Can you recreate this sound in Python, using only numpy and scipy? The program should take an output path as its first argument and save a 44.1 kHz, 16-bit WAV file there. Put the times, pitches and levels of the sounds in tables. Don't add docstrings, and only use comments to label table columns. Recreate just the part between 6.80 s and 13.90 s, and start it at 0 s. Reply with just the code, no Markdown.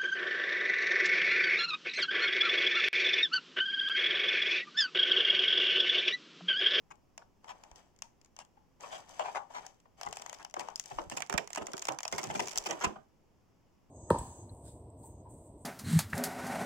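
import sys
import numpy as np
from scipy import signal
from scipy.fft import rfft, irfft
from scipy.io import wavfile

SR = 44100
rng = np.random.default_rng(int(sys.argv[2]) if len(sys.argv) > 2 else 0)


def to_wav(s):
    ch = np.atleast_2d(s).T
    pcm = np.round(np.clip(ch, -1, 1) * 32767)
    wavfile.write(sys.argv[1], SR, pcm.astype(np.int16))


N = 313098
SIZE = 12288
T, AGE = np.arange(N) / SR, np.arange(SIZE) / SR


def undb(db):
    return 10 ** (np.asarray(db) / 20)


def unit(x):
    return x / np.sqrt(np.sum(x ** 2, axis=-1, keepdims=True))


def fade(t, t60):
    return np.exp(-np.log(1000) * t / t60)


def at(curve, t, column=1):
    columns = np.transpose(curve)
    return np.interp(t, columns[0], columns[column])


def colour(points, size):
    hz, db = np.transpose(points)
    bin_hz = np.arange(size // 2 + 1) * SR / size
    return undb(np.interp(np.log(bin_hz + 1), np.log(hz), db))


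def add(out, t, sound, db, pan_db):
    gains = undb(np.array([[pan_db], [-pan_db]]) / 2)
    gains /= np.sqrt(np.mean(gains ** 2))
    i = int(t * SR)
    out[:, i:i + SIZE] += (unit(sound) * gains * undb(db) * np.sqrt(SR / 100))[:, :N - i]


# [f/Hz, relative level/dB]
ROOM_SPECTRUM = [(25, 0.5), (140, -1.5), (250, -3), (450, -9), (1000, -13.5), (1500, -22.5), (3000, -25),
                 (4000, -33.5), (5200, -25.5), (7300, -30), (8500, -39), (15000, -37)]
def room_tone(shared=0.8, db=-68):
    noise = rng.standard_normal((3, N))
    spectrum = rfft(noise[:2] + shared * noise[2]) * colour(ROOM_SPECTRUM, N)
    return unit(irfft(spectrum, N)) * np.sqrt(N) * undb(db)


# [t/s, level/dB, f/Hz, t60/s]
BUMPS = [(.914, -54, 59.5, 0.12), (3.262, -50.5, 80, 0.19), (4.15, -46.5, 45, 0.29),
         (4.263, -48, 91.5, 0.14), (4.32, -44, 240, 0.066), (4.541, -32, 140, 0.036),
         (4.815, -43, 190, 0.091), (4.941, -43.5, 330, 0.037), (5.33, -42.5, 140, .15),
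         (5.47, -39.5, 190, 0.41), (5.599, -46.5, 159, 0.25), (5.783, -54, 45, 0.2),
         (6.046, -37.5, 79.6, 0.13)]
def bumps():
    out = np.zeros((2, N))
    for t, db, hz, t60 in BUMPS:
        push = rng.standard_normal((2, SIZE)) * fade(AGE, t60)
        band = signal.butter(2, [hz / 2.7, hz * 1.58], "band", fs=SR, output="sos")
        add(out, t, signal.sosfilt(band, push), db, pan_db=-4.5)
    return out


# [t/s, nearness from 0 at arm's length to 1 at the phone]
NEARNESS = [(2.6, 0), (3.8, 0.77), (4.3, 1), (5.8, 0.97), (6.1, 0.81)]
def shade_treble(x, far_loss=0.24):
    treble = signal.sosfiltfilt(signal.butter(2, 9000, "high", fs=SR, output="sos"), x)
    return x - far_loss * (1 - at(NEARNESS, T)) * treble


# [t/s, left minus right level/dB]
BEARING = [(0, 3.5), (2.6, 3), (4.0, 4.5), (4.38, -2.5), (4.58, -9.5), (4.78, -1.5), (5.6, -1), (6.05, -3)]
def spot_pan(t, spread_db=2.5):
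    return at(BEARING, t) + spread_db * at(NEARNESS, t) * rng.standard_normal()


# [f/Hz, left minus right level/dB]
PORT_BALANCE = [(200, -3), (400, -3.5), (600, 3), (950, 4), (1400, -1), (2400, -1), (6500, 1.5), (10500, 0)]
def ports(x):
    lean = np.sqrt(colour(PORT_BALANCE, N))
    rms = np.sqrt((lean ** 2 + lean ** -2) / 2)
    return irfft(rfft(x) * np.array([lean, 1 / lean]) / rms, N)


# [f/Hz, relative level/dB]
SHEET_SPECTRUM = [(190, -4.5), (280, -5), (400, -1), (520, -5.5), (740, 1.5), (980, 1.5), (1400, -8),
                  (1750, -6), (2540, -8.5), (3200, -9), (4000, -18.5), (5300, -10), (7200, -10.5),
                  (8800, -21), (11500, -27.5), (15000, -29.5)]
def response(part):
    cepstrum = irfft(np.log(colour(SHEET_SPECTRUM, SIZE)))
    cepstrum[1:SIZE // 2] *= 2
    cepstrum[SIZE // 2 + 1:] = 0
    band = signal.butter(4, part[:2], "band", fs=SR, output="sos")
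    return np.exp(rfft(cepstrum)) * rfft(signal.sosfilt(band, signal.unit_impulse(SIZE)))


# [low f/Hz, high f/Hz, strongest mode f/Hz, t60/s, echo level/dB]
SHELL = (127, 639, 406.5, 0.25, -15.5)
PANEL = (481, 1500, 772, 0.0051, -10.5)
WALL = (1199.5, 4298.5, 2549, 0.0375, -18)
CREASE = (3699, 15999.5, 6595.5, 0.014, -19.5)
PARTS = SHELL, PANEL, WALL, CREASE
def ring(part, tone, extra_echo_db=0, peak=1.2, q=8, room_t60_s=0.23, room_gap_s=0.012):
    mode_hz, t60, echo_db = part[2:]
    noise = rng.standard_normal((2, SIZE))
    crack = 0.47 * fade(AGE, t60=0.0055)
    onset = 1 - fade(AGE, t60=0.0012)
    direct = unit((fade(AGE, t60) + crack) * onset)
    echo = undb(echo_db + extra_echo_db) * unit(fade(AGE, room_t60_s) * (AGE > room_gap_s))
    bent_hz = mode_hz * 2 ** rng.uniform(-0.38, 0.32)
    s = 1j * np.arange(SIZE // 2 + 1) * SR / SIZE / bent_hz
    resonance = 1 + peak * s / (s + q * (s * s + 1))
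    return tone * resonance * rfft(noise * np.hypot(direct, echo))


def slips(size, per_s, spread_db):
    occurs = rng.random(size) < per_s / SR
    return occurs * undb(spread_db * rng.standard_normal(size)) * rng.choice([-1, 1], size)


def rubbing(part, tone, db):
    out = np.zeros((2, N))
    for _ in range(3):
        force = slips(N, per_s=1500, spread_db=6.5)
        out += signal.oaconvolve(force[None], irfft(ring(part, tone, peak=0)), axes=1)[:, :N]
    return unit(out) * np.sqrt(N) * undb(db)


# [t/s, duration/s, panel level/dB, crease level/dB]
STROKES = [(0.625, 0.26, -66, -76), (0.944, 0.04, -63, -67), (1.995, 0.2, -55.5, -60),
           (2.269, 0.29, -59, -61.5), (2.691, 0.17, -60.5, -66), (3.168, .42, -61, -66.5),
           (3.751, 0.14, -55, -66), (4.04, 0.17, -62, -61.5), (4.29, 0.054, -58.5, -60.5),
           (4.698, 0.42, -63.5, -67.5), (5.304, 0.37, -56, -56), (5.696, 0.38, -54, -61.5)]
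def strokes(tones, attack_s=0.023, t60_s=0.38, shell_db=-6, wall_db=-2):
    panel, crease = np.full((2, N), 1e-7)
    for t, length, panel_db, crease_db in STROKES:
        contact = np.clip((T - t) / attack_s, 0, 1) * fade(np.maximum(T - t - length, 0), t60_s)
        panel = np.hypot(panel, contact * undb(panel_db))
        crease = np.hypot(crease, contact * undb(crease_db))
    panel, crease = 20 * np.log10([panel, crease])
    levels = panel + shell_db, panel, (panel + crease) / 2 + wall_db, crease
    pan_db = at(BEARING, T)
    return sum(map(rubbing, PARTS, tones, levels)) * undb(np.array([pan_db, -pan_db]) / 2)


# [t/s, buckling rate/(1/s), level/dB]
SQUEEZE = [(0, 4.5, -68.5), (3.15, 1.5, -68.5), (3.25, 55, -58), (4.2, 25, -60), (4.7, 30, -57.5),
           (5.2, 55, -55.5), (5.6, 150, -51.5), (6.08, 29.5, -58), (6.12, 0, -67)]
def crinkle(wall_tone, crease_tone, coupling=0.43, spread_db=3, pan_spread_db=6):
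    out = np.zeros((2, N))
    for t in T[rng.random(N) < at(SQUEEZE, T) / SR]:
        pop = irfft(ring(CREASE, crease_tone) + coupling * ring(WALL, wall_tone))
        db = at(SQUEEZE, t, column=2) + spread_db * rng.standard_normal()
        pan_db = at(BEARING, t) + pan_spread_db * rng.standard_normal()
        add(out, t, pop, db, pan_db)
    return out


# [t/s, duration/s, panel level/dB, crease level/dB]
SCRAPES = [(0.104, 0.02, -47.5, -59), (0.415, 0.012, -56, -79), (0.677, 0.048, -40.5, -52.5),
           (1.591, 0.034, -53.5, -54), (1.767, 0.018, -58.5, -91), (2.032, 0.021, -40, -63),
           (2.114, 0.059, -38, -48), (2.392, 0.038, -31, -53), (2.44, 0.061, -31.5, -55),
           (2.546, 0.038, -28.5, -48), (2.7, .014, -48, -93), (2.737, 0.063, -35.5, -51),
           (2.831, 0.028, -49.5, -78), (3.054, 0.0078, -60, -89), (3.264, .013, -34.5, -61),
           (3.592, 0.036, -48, -59), (3.765, 0.0078, -34.5, -70), (3.793, 0.026, -39.5, -49),
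           (4.107, 0.017, -40.5, -63), (4.182, 0.017, -35.5, -60.5), (4.312, 0.016, -38.5, -49),
           (4.366, .015, -40.5, -40.5), (4.494, .016, -37.5, -53), (4.538, 0.026, -35, -60),
           (4.576, 0.0084, -31.5, -35), (4.772, 0.013, -33.5, -45.5), (4.809, 0.022, -39, -61),
           (4.881, .012, -43, -75), (4.936, 0.0073, -38.5, -65), (5.082, 0.011, -34, -42),
           (5.324, 0.012, -34, -44), (5.382, 0.017, -36.5, -41.5), (5.429, 0.033, -37, -60),
           (5.498, 0.017, -33, -54), (5.548, 0.013, -32.5, -47.5), (5.593, 0.011, -30, -41),
           (5.755, 0.013, -42, -58), (5.858, 0.016, -37, -36.5), (5.888, .052, -32, -44),
           (6.006, 0.034, -35.5, -43.5), (6.036, .02, -26, -36), (6.055, 0.017, -37, -62),
           (6.156, 0.015, -44.5, -82)]
def scrapes(tones, shell_far_db=-21.5, shell_near_db=-3, wall_db=0.5):
    out = np.zeros((2, N))
    for t, length, panel, crease in SCRAPES:
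        progress = np.clip(AGE / length, 0, 1)
        pressure = np.sqrt(np.sin(np.pi * progress ** 0.65).clip(0))
        force = pressure * slips(SIZE, per_s=2500, spread_db=4)
        force[0] += 0.3
        shell = panel + shell_far_db + (shell_near_db - shell_far_db) * at(NEARNESS, t)
        levels = shell, panel, (panel + crease) / 2 + wall_db, crease
        pan_db = spot_pan(t)
        for part, tone, db in zip(PARTS, tones, levels):
            add(out, t, irfft(rfft(force) * ring(part, tone)), db, pan_db)
    return out


# [t/s, panel level/dB, crease level/dB]
CREASE_SNAPS = [(0.378, -49, -49.5), (.6433, -51.5, -65.5), (.8362, -53.5, -57), (0.914, -56, -61),
                (0.9585, -75, -56.5), (1.221, -50, -40.5), (1.447, -76, -62.5), (1.5644, -57.5, -54.5),
                (1.589, -49, -49.5), (2.0076, -60.5, -54.5), (2.395, -30, -49.5), (2.8645, -60, -47.5),
                (3.212, -43.5, -46.5), (3.232, -41, -46.5), (3.327, -44, -44), (3.3694, -44.5, -45),
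                (3.3968, -50, -54), (3.4203, -47, -48.5), (3.462, -44, -48), (3.4953, -46.5, -46.5),
                (3.5289, -46, -48), (3.6482, -44, -47.5), (3.7404, -41, -45), (3.7949, -37, -44),
                (3.8854, -38, -59.5), (3.9579, -79, -37), (3.9966, -58, -35.5), (4.0583, -71, -48.5),
                (4.186, -33.5, -62), (4.2984, -51, -45), (4.3714, -39, -39.5), (4.3823, -50, -49),
                (4.404, -41, -45), (4.4973, -34, -40.5), (4.526, -34.5, -41.5), (4.5391, -36, -43),
                (4.6744, -53.5, -48), (4.7041, -47.5, -52), (4.7311, -53, -41), (4.7496, -50, -44),
                (4.7586, -39.5, -40), (4.8683, -48.5, -41), (4.9334, -52, -43.5), (4.9679, -67.5, -47),
                (4.9789, -48.5, -45), (4.994, -66, -45), (5.0223, -46, -39.5), (5.053, -48.5, -40.5),
                (5.0706, -48, -44), (5.0858, -28, -39), (5.1208, -54, -47.5), (5.187, -45.5, -40),
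                (5.2049, -48.5, -45.5), (5.2314, -44.5, -41), (5.2524, -36, -41), (5.279, -54, -37.5),
                (5.3251, -39.5, -39.5), (5.3815, -35, -39), (5.4311, -52, -42), (5.4395, -61, -39.5),
                (5.673, -47, -42.5), (5.6832, -49, -41), (5.7579, -48.5, -41.5), (5.7753, -47.5, -30.5),
                (5.783, -70, -30), (5.909, -34.5, -36)]
# [t/s, wall level/dB]
WALL_POPS = [(4.421, -36), (4.578, -29.5), (5.603, -37), (6.0453, -34.5)]
def snaps(tones, wall_db=-4, pop_panel_db=-7.5, pop_crease_db=-2.5, far_echo_db=3.5):
    out = np.zeros((2, N))
    buckles = [(t, panel, (panel + crease) / 2 + wall_db, crease) for t, panel, crease in CREASE_SNAPS]
    pops = [(t, wall + pop_panel_db, wall, wall + pop_crease_db) for t, wall in WALL_POPS]
    for t, *levels in buckles + pops:
        pan_db = spot_pan(t)
        extra_echo_db = far_echo_db * (1 - at(NEARNESS, t))
        for part, tone, db in zip(PARTS[1:], tones[1:], levels):
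            add(out, t, irfft(ring(part, tone, extra_echo_db)), db, pan_db)
    return out


def scene():
    tones = [response(part) for part in PARTS]
    tray = snaps(tones) + scrapes(tones) + crinkle(*tones[2:]) + strokes(tones)
    return shade_treble(ports(tray)) + bumps() + room_tone()


def record(dry, cutoff_hz=16200):
    return signal.sosfilt(signal.ellip(8, 0.2, 70, cutoff_hz, fs=SR, output="sos"), dry)


dry = scene()
out = record(dry)
to_wav(out)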